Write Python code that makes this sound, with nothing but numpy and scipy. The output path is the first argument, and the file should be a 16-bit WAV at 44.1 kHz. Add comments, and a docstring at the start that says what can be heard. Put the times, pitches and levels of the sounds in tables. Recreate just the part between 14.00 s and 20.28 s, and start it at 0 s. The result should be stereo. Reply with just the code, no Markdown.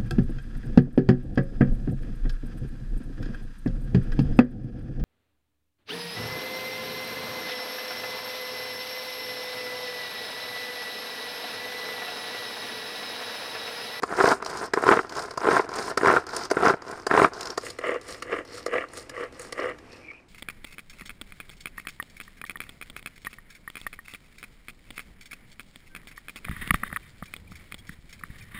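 """Pull-cord food chopper in a yard

A hand pulls the cord of a food chopper on a mat outdoors, heard first from close by, then from a step away.
The clutch clacks as strokes set in; gears and blades grind and knock, ringing the modes of the plastic jar.
The ratchet ticks in the lid, clearest while the spring winds the cord back; cord and pulp fizz above.
Near the end a rough whistle, narrowly resonant noise, sounds over the quiet coloured noise of the open air."""
import sys
import numpy as np
from scipy import signal
from scipy.fft import rfft, irfft, next_fast_len
from scipy.io import wavfile
from scipy.ndimage import uniform_filter1d

SR = 44100
rng = np.random.default_rng(int(sys.argv[2]) if len(sys.argv) > 2 else 0)


def bounce(signal):
    """Save signal as a 16-bit WAV file at the path given by the first command-line argument."""
    frames = np.transpose(np.atleast_2d(signal))
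    limited = np.clip(frames, -1, 1)
    pcm = np.round(limited * 32767).astype(np.int16)
    wavfile.write(sys.argv[1], SR, pcm)


N = 277075
FAR_FROM_S = 3.62  # from here on the chopper is heard from a step away


def gain_of(db):
    """Turns decibels into an amplitude factor."""
    return 10 ** (np.asarray(db) / 20)


def evened(x):
    """Brings a signal to an RMS of one."""
    return x / np.sqrt(np.mean(x ** 2) + 1e-20)


def curve(rows):
    """Joins rows (time [s], value, ..) by straight lines, one value a sample."""
    s, *columns = np.transpose(rows)
    return [np.interp(np.arange(N) / SR, s, c) for c in columns]


def blend(a, b, same):
    """Two channels from independent noises a and b, alike by the share same."""
    return np.array([a, same * a + np.sqrt(1 - same ** 2) * b])


def pair(count, same):
    """White noise for two microphones, alike by the share same."""
    a, b = rng.standard_normal((2, count))
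    return blend(a, b, np.clip(same, 0, 1))


def slow_swing(span):
    """Slow random swing of RMS one: noise averaged twice over span samples."""
    return evened(uniform_filter1d(uniform_filter1d(rng.standard_normal(N), span), span))


def through(drive, body):
    """Plays a drive through the impulse response of a body, channel by channel."""
    return signal.oaconvolve(drive, body, axes=1)[:, :N]


def ring(modes, struck_hz=None, octaves=1.2):
    """Damped modes of a body after one click at both microphones; a blow favours those near struck_hz."""
    t, out = np.arange(1024) / SR, 0
    for k, (hz, width, left_db, right_db) in enumerate(modes):
        favour = 1
        if struck_hz is not None:
            favour = np.exp(-(np.log2(hz / struck_hz) / octaves) ** 2)
        mode = width * np.exp(-np.pi * width * t) * np.sin(2 * np.pi * hz * t)
        out = out + (-1) ** k * favour * gain_of([[left_db], [right_db]]) * mode
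    return out / np.linalg.norm(out.mean(0))


def rattle(per_s, spread_db, grain_ms, same, smooth):
    """Uneven contacts: short noise bursts of random size, over a share of smooth rubbing."""
    size = gain_of(spread_db * np.minimum(rng.exponential(1, N), 4))
    size = size * (rng.random(N) < per_s / SR)
    spot, out = rng.integers(0, 16, N), np.zeros((2, N))
    t_ms = np.arange(400) / SR * 1000
    swell_and_fade = np.exp(-t_ms / grain_ms) * (1 - np.exp(-t_ms / (0.45 * grain_ms)))
    for k in range(16):  # every spot of contact weighs the modes in its own way
        burst = pair(count=400, same=same) * swell_and_fade
        out += through((size * (spot == k))[None], burst / np.linalg.norm(burst[0]))
    smooth = np.clip(smooth, 0, 1)
    return np.sqrt(1 - smooth) * evened(out) + np.sqrt(smooth) * pair(count=N, same=same)


# colour of the outdoor air: (frequency [Hz], relative level per Hz [dB])
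AIR_COLOUR = [(20, -4), (40, -1), (110, 1.5), (170, -8.5), (300, 2.5), (550, -10), (700, -7.5),
              (1700, -13.5), (2500, -13.5), (3300, -22), (9000, -29), (15000, -46)]
# slow rise of the air and its sinking at the end: (time [s], level change [dB])
AIR_SWELL = [(0, -1.5), (5.9, 2.5), (6.28, -6)]
AIR_DB = -52  # RMS before the slow swell


def air():
    """Outdoor murk of coloured noise, alike in the bass and unrelated in the treble."""
    hz, (f, db) = np.fft.rfftfreq(N, 1 / SR), np.transpose(AIR_COLOUR)
    a, b = rfft(rng.standard_normal((2, N)), axis=1)
    same = .93 * np.exp(-hz / 2500)
    colour_db = np.interp(np.log(hz + 1), np.log(f + 1), db)
    murk = irfft(blend(a, b, same) * gain_of(colour_db), N, axis=1)
    return gain_of(AIR_DB + curve(AIR_SWELL)[0]) * evened(murk)


YARD_T60_S, YARD_DB = 0.058, -12


def yard(x):
    """Fence, wall and plants nearby scatter a short faint tail, another one to each microphone."""
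    t = np.arange(SR // 5) / SR
    tail = rng.standard_normal((2, len(t))) * gain_of(-60 * t / YARD_T60_S) * (t > .004)
    return gain_of(YARD_DB) * through(x, tail / np.linalg.norm(tail[0]))


# glide of the whistle: (time [s], pitch [Hz], level before panning [dB])
WHISTLE_GLIDE = [(5.86, 2230, -79), (5.898, 2520, -53.5), (6.004, 2580, -62), (6.01, 2440, -50),
                 (6.114, 2270, -42.5), (6.124, 2360, -50.5), (6.182, 2540, -48.5), (6.218, 2400, -66),
                 (6.24, 2290, -59)]


def whistle():
    """Noise in a narrow wandering resonance, fluttering, mostly on the right."""
    hz, db = curve(WHISTLE_GLIDE)
    turn = np.exp(2j * np.pi * np.cumsum(hz) / SR)
    r = np.exp(-np.pi * 260 / SR)  # each smoothing pass is 260 Hz wide
    # shifted down by the pitch, smoothed around zero, shifted back up
    x = rattle(150, spread_db=-2.5, grain_ms=5.6, same=0.48, smooth=0.33) / turn
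    for _ in range(2):
        x = signal.lfilter([1 - r], [1, -r], x)
    t = np.arange(N)
    sounding = (t > WHISTLE_GLIDE[0][0] * SR) & (t < WHISTLE_GLIDE[-1][0] * SR)
    return gain_of(db) * evened((turn * x).real) * gain_of([[-7], [4]]) * sounding


# colour of the fizz at both microphones:
# (frequency [Hz], width [Hz], relative level left [dB], relative level right [dB])
FIZZ_MODES = [(6700, 530, -48, 3.5), (8350, 2000, -0.5, 1.5), (9360, 1350, 3.5, -1.5),
              (12900, 480, -14, -12), (14500, 2300, -34, -18.5)]


def fizz_body():
    """Broad treble resonances that colour the fizz of cord and pulp."""
    return ring(FIZZ_MODES)


# modes of jar and lid, from close by and from a step away:
# (frequency [Hz], width [Hz], relative level left [dB], relative level right [dB])
JAR_NEAR_MODES = [(131, 270, -16, -11), (417, 83.7, 7, 2), (703.5, 111, 1, 0), (1027.4, 113, 2.5, 2.3),
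                  (1310, 174, 4.5, 2), (1483, 304, 2.5, 1.5), (2090, 785, -9.5, -9.5),
                  (3930, 610, -17.5, -17.5)]
JAR_FAR_MODES = [(336, 88, -5.5, -3.5), (491, 61, 4.5, 4), (654, 168, -6.5, -5), (1150, 111, -0.9, -4.1),
                 (1388, 284, -10, -11.5), (1650, 120, -7.5, -8), (1960, 184, -9.5, -1.5),
                 (2284, 320, -17.5, -5), (2816, 290, -22.5, -9)]
LID_NEAR_MODES = [(3550, 1460, -11.5, -5), (4075, 1400, -38, -0.5), (5160, 700, -45, -4.5),
                  (5580, 267, -8, 4.5), (5515, 1200, -34, -0.5)]
LID_FAR_MODES = [(3970, 4500, -8, -4), (4410, 220, 3.5, 6), (4700, 190, -13, 0), (5120, 390, 2.5, 5.5),
                 (5770, 250, -6, -2.5)]
GROUND_MS, GROUND_SHARE = 0.6, 0.38  # from afar the mat throws the jar back a little later


def bodies(far, **struck):
    """Jar and lid as heard from either place; the small jar radiates no deep bass."""
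    bass_cut = signal.butter(2, 260 if far else 90, "high", fs=SR)
    jar = signal.lfilter(*bass_cut, ring(JAR_FAR_MODES if far else JAR_NEAR_MODES, **struck))
    if far:
        late = round(GROUND_MS * SR / 1000)
        jar = jar + GROUND_SHARE * np.pad(jar, ((0, 0), (late, 0)))[:, :jar.shape[1]]
    lid = ring(LID_FAR_MODES if far else LID_NEAR_MODES, **{})
    return jar / np.linalg.norm(jar.mean(0)), lid


def blows(rows):
    """Each blow is a short chatter that swells and stops; it rings jar, lid and fizz."""
    out, t_ms = np.zeros((2, N + 4096)), np.arange(1024) / SR * 1000
    edge = fizz_body()
    for s, jar_db, lid_db, fizz_db, ms, hz in rows:
        shape = (1 - np.exp(-t_ms / (0.5 * ms))) * np.exp(-(t_ms / (1.43 * ms)) ** 2)
        late_shape = shape * (1 - np.exp(-t_ms / (0.32 * ms)))  # lid and fizz swell later
        jar, lid = bodies(s > FAR_FROM_S, struck_hz=hz, octaves=2.68)
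        low = through(shape * pair(count=1024, same=0.97), jar)
        high = through(late_shape * pair(count=1024, same=0.27), lid + gain_of(fizz_db) * edge)
        low, high = low / abs(low.mean(0)).max(), high / abs(high.mean(0)).max()
        sound = gain_of(jar_db) * low + gain_of(lid_db) * high
        out[:, round(s * SR):][:, :sound.shape[1]] += sound
    return out[:, :N]


# clearest clicks of the ratchet, the first being a faint click that leads into the first clutch clack: (time
# [s], peak in the lid [dB], jar part against it [dB], # fizz against the lid modes [dB], chatter length [ms])
RATCHET_CLICKS = [(0.0204, -36, 10, -2, 4.6), (0.4219, -35, 18, -4, 3.7), (0.4466, -28, -4, -5, 2.7),
                  (0.4597, -24.5, 4.5, -9, 3.5), (0.4967, -30, -5, -6, 4.2), (0.5701, -27, 3, 0, 3.5),
                  (1.093, -29.5, -10, -12, 3.5), (1.1213, -31.5, 5, -10, 3.5), (1.151, -30, 0, -10, 3.5),
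                  (1.1654, -26, -6, -7, 2.8), (1.191, -28, -1, -12, 3.2), (1.2198, -28, -4, -9, 4.1),
                  (1.2545, -35, -14, -11, 4), (1.3069, -30.5, 0.5, -8, 4.3), (1.335, -42, 11, -5, 3.9),
                  (1.6891, -33, 12.5, -9, 2.8), (1.715, -40, 16, -4, 2.7), (1.737, -27.5, -12, -14, 2.7),
                  (1.7845, -26, 7.5, -12, 2.8), (1.8233, -25.5, -6, -18, 2.6), (2.2652, -32.5, 5, -6, 3),
                  (2.2886, -30.5, 3.5, -12, 3.2), (2.3639, -19, -3.5, 3, 2.8), (2.4538, -36, 9, -21, 3.1),
                  (2.4998, -27, 3, -20, 4.6), (2.818, -38, 11, -11, 3.9), (2.911, -30, -1, -2, 3.5),
                  (2.9736, -42, 8, -15, 3.1), (3.019, -48, 0, -18, 3.5), (3.3328, -31.5, -15, -11, 3.1),
                  (3.4072, -23.5, -4, -6, 3.4), (3.4288, -25.5, -8, -12, 2.9),
                  (3.4537, -25.5, -12, -9, 3.5), (3.4705, -25, -12, -10, 2.6), (3.501, -25.5, -1, -17, 3.5),
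                  (3.6313, -41.5, 13, 3, 3.9), (3.685, -43, -3, 4, 3.5), (3.7, -27, -15, -7, 4),
                  (4.0114, -36, -7, -7, 3.1), (4.086, -35, 0, -7, 3.8), (4.143, -33, 0, -14, 3.5),
                  (4.4488, -38, -1, -13, 3), (4.5775, -32.5, 2, -12, 3.8), (4.8834, -44, -4, -16, 3.2),
                  (4.9327, -33.5, -1, 7, 3.5), (4.9741, -31.5, -6, 3, 3.3), (5.3228, -41, 3, -8, 3.3),
                  (5.3935, -29.5, -1.5, 9, 3.6), (5.4154, -33, -5, 6, 3.5), (5.7834, -40.5, 2.5, -12, 3.8),
                  (5.859, -51, -13, -22, 3.5), (5.9269, -41, -1, -11, 4.3), (5.9863, -49, -3, -18, 3.5),
                  (6.112, -49.5, 8.5, -18, 3.2), (6.1314, -52.5, 9, -16, 3.5), (6.1655, -63, 7, -15, 3.5),
                  (6.197, -55, 9, -18, 3.5)]
CLICK_HZ = 910


def ratchet_clicks():
    """Single ratchet teeth click in the lid and nudge the jar around one pitch; the first click leads into the
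    first clack."""
    return blows([(s, db + jar_db, db, fizz_db, ms, CLICK_HZ)
                  for s, db, jar_db, fizz_db, ms in RATCHET_CLICKS])


# the clutch bites as a stroke sets in:
# (time [s], peak in the jar [dB], favoured pitch [Hz], lid part against it [dB])
CLUTCH_CLACKS = [(0.031, -11.5, 1530, -11.5), (0.734, -7.5, 1570, -13), (1.373, -15, 385, -9),
                 (1.972, -6.5, 1310, -11), (2.51, -7, 398, -11.5), (3.065, -11, 466, -8.5),
                 (3.574, -13.5, 1110, -7), (3.785, -20.5, 1650, -9.5), (4.221, -20, 1960, -5),
                 (4.66, -13.5, 484, -9.5), (5.093, -29.5, 1960, 0.5), (5.522, -20.5, 2160, -3)]
CLACK_MS, CLACK_FIZZ_DB = 4.4, -6  # chatter length; fizz against the lid modes


def clutch_clacks():
    """The biting clutch strikes jar and lid with a short chatter."""
    return blows([(s, db, db + lid_db, CLACK_FIZZ_DB, CLACK_MS, hz)
                  for s, db, hz, lid_db in CLUTCH_CLACKS])


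# blades and gears hit the jar:
# (time [s], peak in the jar [dB], favoured pitch [Hz], chatter length [ms])
JAR_KNOCKS = [(0.111, -23, 662, 3.1), (0.123, -18, 816, 2.3), (0.188, -11, 400, 1.7), (0.207, -3, 766, 2),
              (0.24, -1, 441, 2.16), (0.276, -7.5, 380, 1.34), (0.329, -20, 514, 4.7),
              (0.772, -7.5, 370, 1.7), (0.824, -16.5, 700, 1.5), (0.866, -9, 471, 1.55),
              (0.877, -4, 1300, 2.6), (0.888, 4.5, 440, 1.4), (0.912, -3.5, 1040, 2.8),
              (0.921, -4, 1400, 2.3), (0.926, -6, 1320, 2.4), (0.93, -9.5, 1050, 1.5),
              (0.97, -9, 1360, 2.6), (0.989, -8.5, 1310, 2.8), (1.452, -12.5, 350, 2.1),
              (1.485, -4, 440, 2.2), (1.498, -31, 638, 2.1), (1.563, -4, 1240, 3.6), (1.593, -6, 1040, 2.2),
              (2.011, -14.5, 1080, 1.9), (2.031, -5, 483, 1.64), (2.045, -8.5, 506, 3.1),
              (2.057, -4, 1640, 3.2), (2.069, -2, 1280, 2.6), (2.081, -4, 1360, 1.8),
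              (2.089, -5.5, 1030, 2.4), (2.098, -4.5, 1080, 1.9), (2.137, -6.5, 388, 1.4),
              (2.162, -4, 1400, 2), (2.167, -4.5, 1430, 2.7), (2.568, -9, 573, 1.8),
              (2.628, -11.5, 452, 1.3), (2.647, -10, 1060, 3), (2.66, -5, 1410, 2.2),
              (2.67, -6.5, 1080, 2.3), (2.682, -5.5, 1420, 2.6), (2.702, -12, 423, 3.2),
              (2.736, -15, 380, 3.6), (3.111, -4, 704, 1.8), (3.147, -6.5, 455, 1.7),
              (3.175, -1.5, 1300, 2.3), (3.217, -1.5, 1260, 1.5), (3.243, -2.5, 1090, 2.8),
              (3.664, -20, 2100, 2.9), (3.837, -17.5, 1230, 6.3), (3.849, -19, 1320, 2.1),
              (3.891, -11.5, 1190, 0.9), (3.957, -19, 476, 3.6), (4.325, -17.5, 1180, 2.2),
              (4.364, -20.5, 541, 2.5), (4.405, -27, 490, 1.7), (4.679, -24, 517, 2.1),
              (4.738, -15, 2120, 1.5), (4.761, -15.5, 1200, 0.8), (4.78, -12.5, 1230, 2.1),
              (4.839, -23.5, 1190, 0.7), (5.164, -24, 1140, 1.3), (5.176, -26, 544, 2.8),
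              (5.204, -24, 468, 1.8), (5.59, -18.5, 497, 1.3), (5.704, -26, 474, 1.5)]
KNOCK_LID_DB, KNOCK_FIZZ_DB = -33, -15  # lid part against the jar; fizz against the lid modes


def jar_knocks():
    """Blades and gears knock the jar, exciting mostly the modes near each pitch."""
    return blows([(s, db, db + KNOCK_LID_DB, KNOCK_FIZZ_DB, ms, hz)
                  for s, db, hz, ms in JAR_KNOCKS])


COAST_DB_PER_S = (-60, -400, -400)  # after a stroke the blades coast on in the jar; lid and fizz stop
EDGE_S = .008  # a stroke sets in within this time


def strokes(rows, start_db, end_db, bends):
    """Powers of jar, lid and fizz: each stroke speeds up, runs at speed and slows down."""
    t, power = np.arange(N) / SR, np.zeros((3, N))
    for start, rise, hold, fall, *top_db, lean_db in rows:
        u = t - start
        before = np.clip(1 - u / rise, 0, 1)
        after = np.clip((u - rise - hold) / fall, 0, 1)
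        db = np.outer(start_db, before ** bends[0]) + np.outer(end_db, after ** bends[1])
        db += np.c_[top_db] + lean_db * np.clip((u - rise) / hold, 0, 1)
        db += np.outer(COAST_DB_PER_S, np.maximum(u - rise - hold - fall, 0))
        power += (np.clip(u / EDGE_S, 0, 1) * gain_of(db)) ** 2
    return power


# pulls of the cord and rewinds by the spring: (start [s], speeding up [s], at speed [s], slowing [s],
# grinding in the jar [dB], rattle of the lid [dB], fizz of cord and pulp [dB], change while at speed [dB])
PULL_STROKES = [(.045, 0.15, 0.12, 0.058, -24, -41.5, -43.5, 8),
                (.75, 0.14, 0.074, 0.13, -18.5, -37.5, -42, -5.5),
                (1.39, 0.13, 0.048, 0.085, -16.5, -38, -43.5, 1),
                (1.985, 0.072, .11, .08, -19, -40, -43, -3), (2.525, 0.13, 0.05, 0.047, -18, -40, -43.5, 0),
                (3.08, 0.029, 0.13, 0.059, -25, -48, -48.5, 8.5),
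                (3.8, 0.069, 0.092, 0.064, -23, -49, -52, -9.5),
                (4.235, 0.096, 0.054, 0.079, -27.5, -52.5, -55, -5),
                (4.675, 0.063, 0.088, 0.07, -24, -52.5, -55, -8.5),
                (5.105, 0.076, 0.066, 0.065, -31, -54, -58.5, -3),
                (5.535, 0.043, 0.12, 0.074, -28.5, -53, -57.5, -4.5)]
REWIND_STROKES = [(.42, 0.059, .18, 0.044, -34, -46, -53.5, 2.5),
                  (1.094, 0.077, 0.057, 0.19, -30, -43, -46, -4.5),
                  (1.688, 0.068, .15, 0.065, -29.5, -40.5, -45, -2),
                  (2.265, 0.081, 0.11, 0.042, -30.5, -40, -50, -3),
                  (2.82, 0.049, 0.13, 0.16, -36.5, -53, -57, -3.5),
                  (3.32, 0.021, 0.18, 0.081, -40, -49, -59, 1.5),
                  (3.59, 0.069, 0.028, 0.13, -39, -40, -43, -3.5),
                  (4.01, 0.067, 0.028, 0.16, -40.5, -44, -48, 3),
                  (4.447, 0.093, 0.046, 0.14, -40.5, -41.5, -49.5, -3),
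                  (4.882, 0.079, 0.049, 0.091, -44, -46.5, -49, 0),
                  (5.32, 0.089, .06, 0.12, -42, -47.5, -51.5, -2.5),
                  (5.783, .115, 0.08, 0.23, -53.5, -57.5, -70, 1.5)]
# level at the start and at the end of a stroke against full speed: (jar [dB], lid [dB], fizz [dB])
PULL_START_DB, PULL_END_DB = (-18, -16, -12), (-26, -22, -21)
REWIND_START_DB, REWIND_END_DB = (-9.5, -14.5, -21.5), (-18, -21, -30.5)
PULL_BENDS, REWIND_BENDS = (0.68, 0.97), (0.68, 0.9)  # exponents (rise, fall); higher stays near the top longer


def cord_work():
    """Powers of jar, lid and fizz while the hand pulls, and for pulls and rewinds together."""
    pulling = strokes(PULL_STROKES, PULL_START_DB, PULL_END_DB, PULL_BENDS)
    rewinding = strokes(REWIND_STROKES, REWIND_START_DB, REWIND_END_DB, REWIND_BENDS)
    return pulling, pulling + rewinding


# (near, from afar)
GRIND_SPREAD_DB = 3, 3  # unevenness of the contacts
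LUMPS_DB = 2.37, 1.0  # RMS of the slow swings
REWIND_CALM = 0.79  # share of the unevenness that is left while the spring rewinds


def grinding(level, is_pull):
    """Gears and blades grind in rough contacts; chunks and gaps swing the level."""
    near = np.arange(N) < FAR_FROM_S * SR
    uneven_db = np.where(near, *GRIND_SPREAD_DB) * np.where(is_pull, 1, REWIND_CALM)
    lumps = slow_swing(400)  # blades meet chunks and gaps
    contacts = rattle(450, spread_db=uneven_db, grain_ms=1.0, same=0.91, smooth=0.23)
    return level * gain_of(np.where(near, *LUMPS_DB) * lumps) * contacts


def ticking(level):
    """The ratchet's short dense contacts in the lid flutter in level."""
    flutter = slow_swing(220)  # the pawl catches and slips
    return level * gain_of(2.1 * flutter) * rattle(350, spread_db=5.0, grain_ms=0.55, same=0.27, smooth=0.46)


def chopper():
    """Grinding rings the jar, ratchet ticks ring the lid, cord and pulp fizz above."""
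    pulling, work = cord_work()
    in_jar, in_lid, above = np.sqrt(work)
    grind = grinding(in_jar, is_pull=pulling[0] > work[0] / 2)
    ticks = ticking(in_lid)
    fizz = above * rattle(460, spread_db=3.0, grain_ms=2.0, same=0.13, smooth=0.081)
    out = through(fizz, fizz_body())
    for far in (False, True):
        jar, lid = bodies(far)
        here = (np.arange(N) >= FAR_FROM_S * SR) == far
        out += through(grind * here, jar) + through(ticks * here, lid)
    return out


def scene():
    """Chopper, blows and whistle with their scattered tail, over the air."""
    work = chopper() + clutch_clacks() + jar_knocks() + ratchet_clicks() + whistle()
    return work + yard(work) + air()


# each microphone port swallows one band, left then right: (frequency [Hz], width [Hz], depth [dB])
PORT_BANDS = [(6950, 850, -17), (10300, 900, -22)]
EDGE_HZ = 15600  # band limit
RIGHT_LAG = 5  # samples


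def record(dry):
    """Port dips, the later arrival at the right microphone, soft overload, then the band limit."""
    size = next_fast_len(N + 2048)
    hz = np.fft.rfftfreq(size, 1 / SR)
    z = rfft(dry, size, axis=1)
    for k, (dip_hz, width, depth_db) in enumerate(PORT_BANDS):
        detune = 1j * (hz - dip_hz) / width
        z[k] *= (gain_of(depth_db) + detune) / (1 + detune)
    z += (z.mean(0) - z) / (1 + (hz / 90) ** 2)  # long waves reach both ports alike
    z[1] *= np.exp(-2j * np.pi * hz * RIGHT_LAG / SR)
    heard = np.tanh(irfft(z, size, axis=1)[:, :N])
    band_limit = signal.firwin(511, EDGE_HZ, window=("kaiser", 9), fs=SR)
    return signal.oaconvolve(heard, band_limit[None], "same")


dry = scene()
out = record(dry)
bounce(out)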